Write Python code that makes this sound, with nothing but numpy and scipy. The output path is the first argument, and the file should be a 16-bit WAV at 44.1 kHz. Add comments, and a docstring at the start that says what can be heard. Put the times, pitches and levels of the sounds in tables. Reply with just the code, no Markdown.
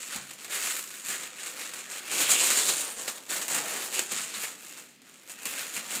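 """Dog shaking a foil balloon

A small dog bites and shakes a foil balloon on a tiled floor. Each tug buckles the film in thousands
of tiny crease clicks, with sharper snaps where a fold gives way. Taut patches ring, slack skin flaps
lower down and soft bumps land on the floor, while a small hard room reverberates over a steady hush."""
import sys
import numpy as np
from scipy import signal
from scipy.fft import rfft, irfft
from scipy.io import wavfile

SR = 44100
rng = np.random.default_rng(int(sys.argv[2]) if len(sys.argv) > 2 else 0)


def digitize_waveform(pressure):
    """Quantize a signal to 16-bit integers and store it at the path in sys.argv[1].

    Rows of a 2-D input are taken as channels; values are limited to [-1, 1].
    """
    field = np.atleast_2d(pressure).T
    bounded = np.clip(field, -1, 1)
    quanta = np.round(bounded * 32767).astype(np.int16)
    wavfile.write(sys.argv[1], SR, quanta)


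N = 264600
TIME = np.arange(N) / SR
USUAL_TUG_DB = -36.5


# bites, tugs and shakes: (start [s], time to take up the slack [s], hold [s], level [dB])
TUGS = [(0, 0.0039, 0.1, -40.5), (0.085, 0.035, 0.039, -35), (0.253, 0.051, 0.039, -46),
        (0.365, 0.041, 0.067, -43), (0.477, 0.058, 0.044, -32.0), (0.596, 0.057, 0.06, -31.0),
        (0.723, 0.053, 0.0096, -38), (0.832, 0.043, 0.11, -42.5), (1.011, 0.092, 0.024, -33.0),
        (1.159, 0.059, 0.035, -40.5), (1.311, 0.1, 0.012, -39.5), (1.42, 0.046, 0.0042, -37.0),
        (1.524, 0.08, 0.032, -35), (1.697, 0.071, 0.029, -39), (1.858, 0.062, 0.059, -38.0),
        (2.009, 0.073, 0.015, -37.5), (2.084, 0.05, 0.041, -29.5), (2.154, 0.051, 0.019, -24.5),
        (2.267, 0.04, 0.025, -22), (2.363, 0.047, 0.11, -24), (2.525, 0.054, 0.015, -23.0),
        (2.635, 0.05, 0.0043, -24.5), (2.743, 0.042, 0.037, -32.5), (2.829, 0.041, 0.013, -40.5),
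        (2.946, 0.039, 0.095, -38.0), (3.121, 0.046, 0.0048, -43.5), (3.281, 0.029, 0.054, -31),
        (3.481, 0.028, 0.075, -30.5), (3.631, 0.062, 0.17, -34), (3.923, 0.025, 0.03, -30),
        (4.074, 0.04, 0.092, -33), (4.232, 0.063, 0.01, -39.5), (4.331, 0.01, 0.11, -35.0),
        (4.559, 0.053, 0.18, -46.5), (5.03, 0.025, 0.19, -53.5), (5.262, 0.039, 0.005, -43.5),
        (5.351, 0.083, 0.009, -41), (5.451, 0.008, 0.16, -35.5), (5.626, 0.048, 0.044, -44),
        (5.712, 0.05, 0.005, -34.5), (5.823, 0.033, 0.005, -40), (5.877, 0.057, 0.029, -32.5)]
def tugging(settling_db=-72, release_s=0.078):
    """Incoherent addition: overlapping tugs sum in power to give the drive on the film, in dB."""
    power = undb(settling_db) ** 2
    for onset, attack, hold, db in TUGS:
        age = TIME - onset
        rise = np.clip(age / attack, 0, 1)
        release = np.exp(-np.maximum(age - attack - hold, 0) / release_s)
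        power = power + (undb(db) * rise * release) ** 2
    return 10 * np.log10(power)


# spectrum of the crinkling film: (frequency [Hz], relative level [dB])
FOIL_SPECTRUM = [(600, -48), (950, -16), (1250, -4.5), (1800, -3.5), (2600, -1.5), (3400, -4.5), (4200, -3),
                 (5200, -6.5), (6100, -4.5), (6900, 2), (8100, .5), (9300, -3), (11800, -8), (15000, -8),
                 (16000, -30)]
# bands whose ring changes with the film's shape: (lower edge [Hz], upper edge [Hz])
FILM_RESONANCES = [(1200, 2040), (2200, 2250), (3400, 3800), (6400, 9100), (7800, 7860)]
def crinkle(drive_db, crunch_db, fizz_db):
    """Thin-film buckling: harder tugs fire more creases a second, over the hiss of sliding film."""
    effort_db = np.clip(drive_db - USUAL_TUG_DB, -13, 15)
    clicks = facets(avalanches(per_second=1100 * undb(.9 * effort_db)), scatter_db=1.5)
    hiss = undb(-.5) * rng.standard_normal(N)
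    film = colour(unit(clicks) + hiss, FOIL_SPECTRUM) * undb(.7 * wander(70))
    for lo_hz, hi_hz in FILM_RESONANCES:
        film = lift(film, lo_hz, hi_hz, 1.3 * wander(16))
    film = lift(unit(film), 1040, 2840, crunch_db)
    film = lift(film, 7200, 11000, 0.11 * effort_db)  # tenser film rings higher
    film = lift(film, 9700, SR / 2, fizz_db + 1.7 * wander(25.21))
    return film * undb(drive_db - 0.5)


def avalanches(per_second, decay_s=.0006):
    """Chain reaction: one crease sets off its neighbours in a burst about a millisecond long."""
    triggers = buckle(per_second, spread_db=3.6, cap_db=9)
    retention = np.exp(-1 / (decay_s * SR))
    energy = signal.lfilter([1], [1, -retention], triggers ** 2)
    return unit(np.sqrt(energy) * buckle(14000, spread_db=2, cap_db=4))


def buckle(per_second, spread_db, cap_db):
    """Poisson process: creases click at independent moments, many small and a few large."""
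    fires = rng.random(N) < per_second / SR
    size_db = np.minimum(spread_db * rng.exponential(size=N), cap_db)
    return unit(fires * undb(size_db) / np.sqrt(per_second))


# bands of the facets and of the room's decay: (edge frequency [Hz])
BAND_EDGES = [60, 400, 900, 1600, 2600, 4000, 6200, 9500, 17000]
def facets(clicks, scatter_db):
    """Modal excitation: each click shakes facets of different sizes, so each has its own spectrum."""
    out = 0
    for lo_hz, hi_hz in zip(BAND_EDGES, BAND_EDGES[1:]):
        share = unit(undb(scatter_db * rng.standard_normal(N))) * rng.choice([-1, 1], N)
        out = out + band(clicks * share, lo_hz, hi_hz)
    return out


# folds giving way under the teeth: (time [s], relative level [dB], time constant of the run [s])
SNAPS = [(0.16, -17.5, 0.011), (0.3099, -23.5, .007), (0.335, -31, 0.011), (.4459, -23, .007),
         (0.5213, -26, .0085), (0.671, -16, 0.0081), (0.788, -19.5, 0.011), (.904, -25.5, .012),
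         (.954, -27, 0.0083), (1.0842, -19, 0.032), (1.234, -18.5, 0.0075), (1.692, -25, .01),
         (1.736, -19, .009), (1.919, -25, 0.025), (2.1141, -16.5, 0.023), (2.204, -12.5, 0.023),
         (2.5033, -7, 0.014), (2.5723, -17, 0.013), (2.69, -8, 0.013), (3.0787, -13.5, 0.023),
         (3.264, -33, .03), (3.3004, -19, 0.026), (3.367, -17, .018), (3.415, -18, 0.037),
         (3.481, -16, 0.011), (3.546, -13.5, .019), (3.9263, -18.5, .016), (3.9926, -6.5, 0.0058),
         (4.118, -15, 0.015), (4.3668, -31, 0.007), (4.4355, -18.5, 0.013), (4.775, -33, 0.057),
         (4.885, -44, .05), (5.018, -37, 0.0065), (5.2964, -26.5, 0.018), (5.455, -16, 0.0089),
         (5.5904, -21.5, 0.022), (5.764, -18.5, 0.026), (5.9151, -27, 0.021)]
def snaps(crack_decay_s=0.0006):
    """Snap-through instability: a fold gives way with one crack, then a dying run of creases."""
    cracks, runs = np.zeros((2, N))
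    creases = buckle(6000, spread_db=3, cap_db=6)
    noise = rng.choice([-1, 1], N)
    for onset, db, run_decay_s in SNAPS:
        start = int(onset * SR)
        age = TIME[:N - start]
        cracks[start:] += undb(db - 10) * noise[start:] * np.exp(-age / crack_decay_s)
        runs[start:] += undb(db - 14.5) * creases[start:] * np.exp(-age / run_decay_s)
    folds = cracks + facets(runs, scatter_db=5.5)
    return colour(folds, FOIL_SPECTRUM) + undb(-12) * colour(folds, FLAP_SPECTRUM)


# stretched patches: (peak time [s], 1/e half-length [s], frequency [Hz], bandwidth [Hz], level [dB])
TAUT_PATCHES = [(0.176, .025, 845, 200, -47), (.556, 0.064, 2040, 1000, -47),
                (2.177, 0.087, 2570, 600, -41), (2.356, 0.18, 2920, 1300, -33.5),
                (2.696, .02, 4070, 1000, -33), (2.78, 0.17, 9150, 1300, -40.5),
                (3.335, .022, 1600, 402, -39.5), (3.63, 0.12, 745, 260, -46), (3.98, .04, 2600, 750, -36),
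                (4.348, 0.01, 4000, 650, -39), (4.424, .06, 1230, 260, -50),
                (4.445, 0.015, 2200, 900, -36.5), (4.73, 0.13, 2680, 300, -57.5),
                (5.458, 0.0077, 2580, 450, -39), (5.544, 0.18, 2590, 330, -50),
                (5.77, 0.014, 2520, 500, -38)]
def taut_patches():
    """Membrane resonance: creases ring each stretched patch at its own pitch until it slackens."""
    out = np.zeros(N)
    creases = buckle(1500, spread_db=3, cap_db=9) * rng.choice([-1, 1], N)
    for peak_s, half_s, hz, width, db in TAUT_PATCHES:
        ring = unit(band(creases, hz - width / 2, hz + width / 2))
        out += ring * undb(db) * np.exp(-((TIME - peak_s) / half_s) ** 2)
    return out


# spectrum of the slack skin: (frequency [Hz], relative level [dB])
FLAP_SPECTRUM = [(41, -46), (90, -30), (135, -4), (210, 1), (300, 5), (450, 7), (680, 5), (880, 4),
                 (1200, 3), (1800, 2), (3000, -39)]
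def flapping(drive_db, slack_db):
    """Panel buckling: wide slack panels pop in and out with a low, hollow, papery rustle."""
    level_db = -50 + 0.86 * (drive_db - USUAL_TUG_DB) + slack_db  # grows more slowly than the crinkle
    pops = facets(buckle(1500, spread_db=3.5, cap_db=5.5), scatter_db=0)
    return unit(colour(pops, FLAP_SPECTRUM)) * undb(level_db)


# paws and balloon landing on the floor: (time [s], thud gain [dB], knock gain [dB])
BUMPS = [(.155, -57, -41.5), (.456, -66, -66), (1.09, -80, -49), (1.231, -66, -68), (1.729, -68, -62),
         (2.206, -56, -51), (2.508, -60, -63), (2.964, -66, -59), (3.482, -62, -57), (3.988, -76, -48),
         (4.12, -84, -44), (4.193, -84, -47), (4.37, -72, -49), (5.46, -66.5, -50), (5.772, -78, -46.5),
         (5.958, -76, -43)]
# modes of the air-filled skin: (frequency [Hz], relative level [dB], 60 dB decay time [s])
BALLOON_MODES = [(143, -13.5, 0.62), (204.5, 3, 0.17), (231, 0.5, 0.18), (341, -5, 0.089)]
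def bumps(rise_s=0.0045, thud_decay_s=0.03):
    """Impact excitation: padded blows thud in the floor and ring the balloon's damped modes."""
    out = np.zeros(N)
    rumble = unit(band(rng.standard_normal(N), 30, 100))
    age = TIME[:SR // 4]
    detunings = 1 + 0.018 * rng.standard_normal(len(BUMPS))
    for (onset, thud_db, knock_db), detune in zip(BUMPS, detunings):
        start = int(onset * SR)
        knock = sum(undb(db) * np.sin(2 * np.pi * hz * detune * age) * decay(age, t60)
                    for hz, db, t60 in BALLOON_MODES)
        thud = np.roll(rumble, -start)[:len(age)] * np.exp(-age / thud_decay_s)
        blow = (undb(thud_db) * thud + undb(knock_db) * knock) * (1 - np.exp(-age / rise_s))
        out[start:start + len(age)] += blow[:N - start]
    return out


def room(direct, wet_db, patterns=4, changes_per_s=6):
    """Reverberation of a moving source: the dog passes from one pattern of reflections to the next."""
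    place = TIME * changes_per_s
    wet = 0
    for k in range(patterns):
        distance = np.abs((place - k) % patterns - patterns / 2)
        share = np.sqrt(np.maximum(1 - distance, 0))  # equal-power crossfade
        wet = wet + signal.fftconvolve(direct * share, reflections())[:N]
    return direct + undb(wet_db) * wet


def reflections(bass_t60_s=0.45, treble_t60_s=0.19, delay_s=.003):
    """Diffuse impulse response: tiles and close walls answer within milliseconds; treble dies first."""
    age = TIME[:SR // 2]
    t60s = np.geomspace(bass_t60_s, treble_t60_s, len(BAND_EDGES) - 1)
    response = sum(band(rng.standard_normal(len(age)), lo, hi) * decay(age, t60)
                   for lo, hi, t60 in zip(BAND_EDGES, BAND_EDGES[1:], t60s)) * (age > delay_s)
    return response / np.linalg.norm(response)


# low room hush with a faint foil hiss near 2.5 kHz: (frequency [Hz], relative level [dB])
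HUSH_SPECTRUM = [(30, -40), (80, -23.5), (160, -6.5), (250, -1), (450, -11.5), (850, -23), (2500, -11.5),
                 (6000, -23), (15000, -38)]
def hush(level_db=-59):
    """Stationary noise: the room's low hush and a faint hiss of foil form a steady background."""
    return unit(colour(rng.standard_normal(N), HUSH_SPECTRUM)) * undb(level_db)


def undb(db):
    """Amplitude ratio from decibels."""
    return 10 ** (np.asarray(db) / 20)


def unit(x):
    """Normalisation to rms 1."""
    return x / np.sqrt(np.mean(x ** 2))


def decay(age, t60):
    """Exponential damping by 60 dB in t60 seconds."""
    return np.exp(-np.log(1000) * age / t60)


def wander(rate_hz):
    """Linear interpolation of random values, at rms 1."""
    knots = rng.standard_normal(N // 10)
    return unit(np.interp(TIME * rate_hz, np.arange(len(knots)), knots))


def bandpass(lo_hz, hi_hz):
    """Maximally flat band-pass sections."""
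    return signal.butter(2, [lo_hz, min(hi_hz, SR / 2 - 1)], "band", fs=SR, output="sos")


def band(x, lo_hz, hi_hz):
    """Causal band-pass filtering."""
    return signal.sosfilt(bandpass(lo_hz, hi_hz), x + 1e-18)


def lift(x, lo_hz, hi_hz, db):
    """Zero-phase equalisation of one band by a time-varying gain."""
    return x + signal.sosfiltfilt(bandpass(lo_hz, hi_hz), x) * (undb(db) - 1)


def colour(x, spectrum, size=4096):
    """Minimum-phase filtering, at unit energy, to the shape of a spectrum."""
    hz, db = np.transpose(spectrum)
    bins = np.maximum(np.fft.rfftfreq(size, 1 / SR), 1)
    gain = undb(np.interp(np.log(bins), np.log(hz), db))
    cepstrum = irfft(np.log(gain))
    cepstrum[1:size // 2] *= 2  # folding the cepstrum makes the filter causal
    cepstrum[size // 2 + 1:] = 0
    response = irfft(np.exp(rfft(cepstrum)))
    return signal.fftconvolve(x, response / np.linalg.norm(response))[:N]


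# tone as the balloon is dragged about: (time [s], flap gain [dB], middle gain [dB], treble gain [dB])
TONE_DRIFT = [(0, -3.5, 1, -4), (.3, -3, 1.5, -5), (.55, 0, 3.5, -0.5), (.9, -5.5, 0, 1.5),
              (1.27, 0.5, 5, -3.5), (1.621, 0, 1, -3.5), (2.0, 0, 3.5, -3.5), (2.2, 0.5, -2, -0.5),
              (2.42, -0.5, -2, -4), (2.66, -1, -4, -3), (3.0, 4, 0, -1), (3.35, 2, 0.5, 0),
              (3.68, 5, 4, -1), (3.95, 1.5, -4, -2), (4.17, -1, 1.5, -5.5), (4.5, -1, 1, 0),
              (5.5, 0, 1.5, -1.5), (6, 2, 2.5, -1)]
def scene():
    """Superposition: balloon and bumps sound in the room, over a steady hush."""
    drive_db = tugging()
    times, *gains = np.transpose(TONE_DRIFT)
    slack_db, crunch_db, fizz_db = (np.interp(TIME, times, db) for db in gains)
    balloon = crinkle(drive_db, crunch_db, fizz_db) + flapping(drive_db, slack_db)
    balloon = balloon + taut_patches() + snaps()
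    background = hush()
    return (room(balloon + bumps(), wet_db=-12) + background)[None]


def record(dry, cutoff_hz=15900):
    """Band limiting: a steep elliptic low-pass removes the highest treble."""
    return signal.sosfilt(signal.ellip(12, .2, 80, cutoff_hz, fs=SR, output="sos"), dry)


dry = scene()
out = record(dry)
digitize_waveform(out)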